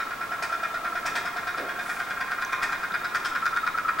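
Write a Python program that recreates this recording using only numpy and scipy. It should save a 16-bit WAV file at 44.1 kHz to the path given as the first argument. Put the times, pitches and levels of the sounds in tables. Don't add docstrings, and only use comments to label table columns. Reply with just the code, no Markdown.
import sys
import numpy as np
from scipy import signal
from scipy.fft import rfft, irfft
from scipy.io import wavfile

SR = 44100
rng = np.random.default_rng(int(sys.argv[2]) if len(sys.argv) > 2 else 0)


def materialize(psi):
    bounded = np.clip(np.atleast_2d(psi).T, -1, 1)
    quanta = np.round(bounded * 32767).astype(np.int16)
    wavfile.write(sys.argv[1], SR, quanta)


N = 176400
SCENE_T, T = np.arange(N) / SR, np.arange(SR // 8) / SR


def amp(db):
    return 10 ** (np.asarray(db) / 20)

def read(points, hz):
    f, value = np.transpose(points)
    return np.interp(np.log(hz + 1), np.log(f), value)

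def burst(x):
    return x / np.sqrt(np.sum(np.atleast_2d(x) ** 2, 1).mean() / (SR // 40) + 1e-20)

def add(mix, s, sound):
    part = mix[:, max(round(s * SR), 0):][:, :sound.shape[-1]]
    part += sound[..., :part.shape[1]]

def colour(x, points):
    return irfft(rfft(x) * amp(read(points, np.fft.rfftfreq(x.shape[-1], 1 / SR))), x.shape[-1])

def ring(modes):
    return sum(amp(db - 60 * T / t60) * np.sin(2 * np.pi * hz * T) for hz, db, t60 in modes)

def swell(tau_s):
    return (T / tau_s) ** 2 * np.exp(-T / tau_s)

def correlated(a, b, likeness):
    return np.array([a, likeness * a + np.sqrt(1 - likeness ** 2) * b])


# f/Hz, relative level/dB
AIR_SPECTRUM = [(25, -76.5), (60, -80), (130, -78), (280, -73), (600, -74.5), (1200, -70), (2800, -82.5),
                (5000, -87.5), (9000, -93.5), (12000, -97), (15500, -94.5)]
# f/Hz, correlation
AIR_CORRELATION = [(30, 1), (120, 0.77), (300, 0.46), (1000, 0.58), (5000, 0.32), (12000, 1)]
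# f/Hz, level/dB
WHINES = [(15734.3, -60.5), (15747.3, -66)]

def air():
    a, b = rfft(rng.standard_normal((2, N)))
    likeness = read(AIR_CORRELATION, np.fft.rfftfreq(N, 1 / SR))
    noise = colour(irfft(correlated(a, b, likeness), N), AIR_SPECTRUM)
    whine = sum(amp(db) * np.sqrt(2) * np.sin(2 * np.pi * hz * SCENE_T) for hz, db in WHINES)
    return amp(-39.5) * noise / noise.std() + whine


# f/Hz, relative level/dB
HISS_SPECTRUM = [(2000, -9), (4000, 6), (7000, 8), (10000, 8), (13000, -3), (16000, -5)]

def hiss(peak_s=1.913, width_s=.074):
    noise = colour(rng.standard_normal(N), HISS_SPECTRUM)
    envelope = np.exp(-.5 * ((SCENE_T - peak_s) / width_s) ** 2)
    return amp(-48.5) * noise / noise.std() * envelope


# t/s, f/Hz, level/dB
TICKS = [(2.4498, 6040, -44), (2.922, 3700, -47.5)]
# f/Hz, relative level/dB
BUMP_SPECTRUM = [(100, -25.5), (200, -14), (280, 1), (400, 1), (520, 1.5), (700, 0.5), (1400, -35)]

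def water(tick_t60=.006, bump_s=1.572):
    out = np.zeros((2, N))
    for s, hz, db in TICKS:
        add(out, s, amp(db) * burst(ring([(hz, 0, tick_t60)])))
    bump = colour(rng.standard_normal(len(T)), BUMP_SPECTRUM) * swell(tau_s=.018)
    add(out, bump_s, amp(-32.5) * burst(bump))
    return out


# f/Hz, T60/s
ROOM_T60 = [(200, 0.59), (1500, 1), (4000, 0.47), (9000, 0.62), (16000, 0.26)]
# f/Hz, gain/dB
ROOM_RESPONSE = [(200, 1), (720, -3), (1100, -1), (1400, -11), (2000, -3), (2450, -1), (2850, -5.5),
                 (3600, 4), (4200, -4), (5050, -2), (6200, -5), (14000, -8)]

def room(x, rise_s=.0013):
    a, b = rng.choice([-1., 1.], (2, SR // 2))
    hz, t, bands = signal.stft(correlated(a, b, likeness=.83), SR, nperseg=256)
    bands = bands * amp(-60 * t / read(ROOM_T60, hz)[:, None]) * (1 - np.exp(-t / rise_s))
    tail = signal.istft(bands, SR, nperseg=256)[1]
    tail = colour(tail / np.linalg.norm(tail[0]), ROOM_RESPONSE)
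    return signal.fftconvolve(x, tail, axes=1)[:, :N]


# f/Hz, T60/s, early drive level/dB, late drive level/dB
TUB_MODES = [(623, .3, -8, -16), (730, .15, -12, -12), (1044, .55, 0, 9), (1316, .2, -16, -13),
             (1432, .2, -16, -14), (1577, .3, -12, -1), (1651, .25, -5, -12), (1850, .15, 1, -4),
             (2288, .3, -4, 6)]

def tub(x, crossing_s=(1.2, 2.8)):
    out = np.zeros((2, N))
    for hz, t60, early_db, late_db in TUB_MODES:
        b, a = signal.iirpeak(hz, Q=hz * t60 * np.pi / np.log(1000), fs=SR)
        out += signal.lfilter(b, a, x * amp(np.interp(SCENE_T, crossing_s, [early_db, late_db])))
    return out


WAYPOINTS_S = [.75, 1.6, 2.4, 3.65]
# delay/s, then relative level/dB at each waypoint
ECHO_PATHS = [(0, 1, 1, 0.5, 10), (.0030, 2.5, -5, -10.5, 7), (.0058, -1.5, 5.5, 7, 0),
              (.0083, 0, -1.5, -4.5, 16), (0.0133, -1, 0, 2, -1), (.0173, -6, -4, -8, 3),
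              (0.021, 1, 1.5, -5, 4), (0.0294, -1, -1.5, -6, -10), (.0361, -7, -3, -12, -20)]

def echoed(sound, s, fade_db_per_s=0, spread=.26):
    out = np.zeros((2, len(T)))
    for k, (delay, *dbs) in enumerate(ECHO_PATHS):
        side = spread * (-1) ** k
        gain = amp(np.interp(s, WAYPOINTS_S, dbs) + fade_db_per_s * delay)
        add(out, delay, gain * np.array([[1 + side], [1 - side]]) * sound)
    return np.array([burst(channel) for channel in out])

def buckle(response, crinkles_per_s=790, decay_s=.01):
    drive = rng.standard_normal(len(T)) * (rng.random(len(T)) < crinkles_per_s / SR)
    drive *= amp(-13) * np.exp(-T / decay_s)
    drive[0] = 1
    return signal.fftconvolve(response, drive)[:len(T)]


# t/s, level/dB of the crack
SNAPS = [(0.423, -36), (1.058, -34.5), (1.155, -34.5), (2.626, -34.5), (3.149, -39), (3.251, -38),
         (3.992, -37)]
# f/Hz, relative level/dB
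CRACK_SPECTRUM = [(300, -17), (900, 14), (1800, 0), (2500, 15.5), (2850, -11), (5000, 5), (6500, 0.5),
                  (9000, -1.5), (11500, -27), (13200, -5), (16000, -41)]
# f/Hz, relative level/dB, T60/s
CLACK_MODES = [(1630, -3, 0.035), (1825, 13.5, 0.05), (2050, -11, 0.044)]

def snaps(t60=.13, rise_s=.0052):
    out = np.zeros((2, N))
    envelope = amp(-60 * T / t60) * (1 - np.exp(-T / rise_s))
    for s, db in SNAPS:
        mid, side = colour(rng.standard_normal((2, len(T))), CRACK_SPECTRUM)
        crack = np.array([mid + .32 * side, mid - .069 * side]) * envelope
        add(out, s, amp(db) * burst(crack))
        add(out, s, amp(db + 3) * echoed(buckle(ring(CLACK_MODES)), s))
    return out


# f/Hz, relative level/dB
HIGH_MODES = [(3450, -14.5), (3680, 4), (4300, -4.5), (4950, 5), (7180, -10.5), (8650, -11)]

def crinkle(t60=.0045, scatter=.02):
    modes = [(hz * (1 + scatter * rng.standard_normal()), db, t60) for hz, db in HIGH_MODES]
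    slips = rng.standard_normal(len(T)) ** 3 * swell(tau_s=.0014)
    return signal.fftconvolve(ring(modes), slips)[:len(T)]


# t/s, f/Hz of the main mode, relative level/dB of the hollow pop
LID_TONE = [(0, 1400, -41), (.35, 1400, -28.5), (0.899, 1385, -27), (1.5, 1430, -31), (1.9, 1465, -30.5),
            (2.5, 1440, -38), (2.95, 1450, -36), (3.4, 1400, -50), (3.9, 1370, -38)]

def lid_hz(s, scatter=.01):
    times, pitches, _ = np.transpose(LID_TONE)
    return np.interp(s, times, pitches) * (1 + scatter * rng.standard_normal())

def hollow_pop(s, t60=.03, rise_s=.007):
    times, _, dbs = np.transpose(LID_TONE)
    hz = .4963 * lid_hz(s, scatter=.012)
    pop = ring([(hz, 0, t60)]) * (1 - np.exp(-T / rise_s)) ** 2
    return amp(np.interp(s, times, dbs) - 6.5) * burst(pop)

def give(s, flat=.06, glide_s=.016):
    hz = .975 * lid_hz(s) * (1 - flat * np.exp(-T / glide_s))
    return np.sin(2 * np.pi * np.cumsum(hz) / SR) * swell(tau_s=.0036)


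NOTE_DB = [-8.5, -12, -16, -19]

def held_note(s, length_s=.052, dip=.06):
    arch = abs(np.sin(np.pi * np.minimum(T / length_s, 1)))
    hz = 1.03 * lid_hz(s) * (1 - dip * arch)
    tone = np.sqrt(arch) * np.sin(2 * np.pi * (np.cumsum(hz) / SR + rng.random()))
    return amp(np.interp(s, WAYPOINTS_S, NOTE_DB)) * burst(tone)


# f/Hz, relative level/dB, T60/s
LOW_MODES = [(1104, -16, 0.04), (1606.4, -4.5, 0.034), (1808, -7.5, 0.028), (2125, -9, 0.017),
             (2390, -17, 0.014)]

def flex(s, pitch=1, t60=.022, sharp=.06, relax_s=.005, rise_s=.00081):
    hz = pitch * lid_hz(s) * (1 + sharp * np.exp(-T / relax_s))
    main = amp(-60 * T / t60) * np.sin(2 * np.pi * np.cumsum(hz) / SR)
    others = amp(np.interp(s, WAYPOINTS_S, [.5, 5, 1, -4])) * ring(LOW_MODES)
    return buckle((main + others) * (1 - np.exp(-T / rise_s)))


# t/s, relative level/dB, relative level/dB of the high modes
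PUTTS = [(0.0004, -19, -42.5), (0.1072, -21.5, -49), (0.2113, -20.5, -48.5), (0.3187, -19, -46.5),
         (0.4259, -20, -38.5), (0.5237, -17, -43), (0.6334, -17.5, -42.5), (0.743, -18.5, -43.5),
         (0.8468, -17, -45), (0.9554, -18.5, -43), (1.0555, -17.5, -40), (1.1543, -17.5, -35),
         (1.2542, -18.5, -41), (1.3644, -20, -42.5), (1.4715, -17, -40.5), (1.5766, -18.5, -41.5),
         (1.6864, -19.5, -45), (1.7893, -19, -43.5), (1.8934, -19, -43.5), (1.9965, -17, -42.5),
         (2.1016, -18, -43.5), (2.2064, -15.5, -42), (2.3124, -16, -42.5), (2.4176, -16.5, -41),
         (2.5257, -16, -40), (2.6248, -14.5, -37), (2.7242, -16.5, -40.5), (2.832, -17.5, -45),
         (2.9417, -15, -41), (3.0461, -16.5, -40.5), (3.1483, -15, -37.5), (3.2501, -16.5, -35),
         (3.352, -14.5, -41), (3.4569, -13, -37), (3.5643, -13.5, -40), (3.6673, -13.5, -40.5),
         (3.7767, -15.5, -45), (3.8838, -13, -45), (3.9873, -14.5, -42.5)]
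# t/s, relative level/dB
RETURNS = [(0.0652, -26.5), (0.176, -36), (0.289, -32.5), (0.385, -24.5), (0.4956, -27.5), (0.598, -25),
           (0.7043, -30.5), (0.8102, -30), (0.922, -25), (1.0296, -27), (1.1171, -26), (1.2115, -27),
           (1.3305, -28.5), (1.4277, -26), (1.5415, -24.5), (1.6442, -25), (1.7542, -25.5), (1.8585, -23.5),
           (1.9655, -22), (2.0677, -25), (2.1681, -22.5), (2.2754, -24), (2.38, -22), (2.4902, -22.5),
           (2.587, -23), (2.6906, -23), (2.797, -27.5), (2.905, -25.5), (3.011, -24), (3.1149, -23.5),
           (3.2088, -30), (3.3126, -23), (3.422, -20.5), (3.5272, -22), (3.6317, -23), (3.7434, -23.5),
           (3.8492, -24), (3.9532, -39)]
# f/Hz, gain/dB
HULL_RESPONSE = [(200, -15), (850, -8), (1200, 3.5), (1500, -4), (2000, -3.5), (2480, 3), (2900, -25),
                 (6000, -24)]

def lid(soft_echo_db_per_s=-520, high_fade_s=.1):
    low, rest = np.zeros((2, 2, N))
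    for s, db, high_db in PUTTS:
        add(low, s - .016, amp(db - 15.5) * echoed(give(s), s, soft_echo_db_per_s))
        add(low, s, amp(db - 4) * echoed(flex(s), s))
        add(low, s, amp(db) * held_note(s))
        high = echoed(crinkle(), s) * np.exp(-T / high_fade_s)
        add(rest, s - .0032, amp(high_db + 2.5) * burst(high))
        add(rest, s - .00604, hollow_pop(s))
    for s, db in RETURNS:
        add(low, s, amp(db - 5.5) * echoed(flex(s, pitch=.97), s, soft_echo_db_per_s))
        add(low, s - .005, amp(db - 6) * echoed(give(s), s, soft_echo_db_per_s))
    return colour(low, HULL_RESPONSE) + rest


def scene():
    boat, cracks, ticks_and_bump = lid(), snaps(), water()
    near = amp(-4.5) * (boat + tub(boat)) + cracks + ticks_and_bump
    room_send = amp(np.interp(SCENE_T, WAYPOINTS_S, [-7, -5.5, -5, -6.5]))
    reverberation = room(room_send * boat + cracks + amp(-6) * ticks_and_bump)
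    return near + reverberation + hiss() + air()

def record(dry):
    lowpass = signal.firwin(1023, 16000, window=("kaiser", 9), fs=SR)
    return signal.oaconvolve(dry, lowpass[None], "same")


dry = scene()
out = record(dry)
materialize(out)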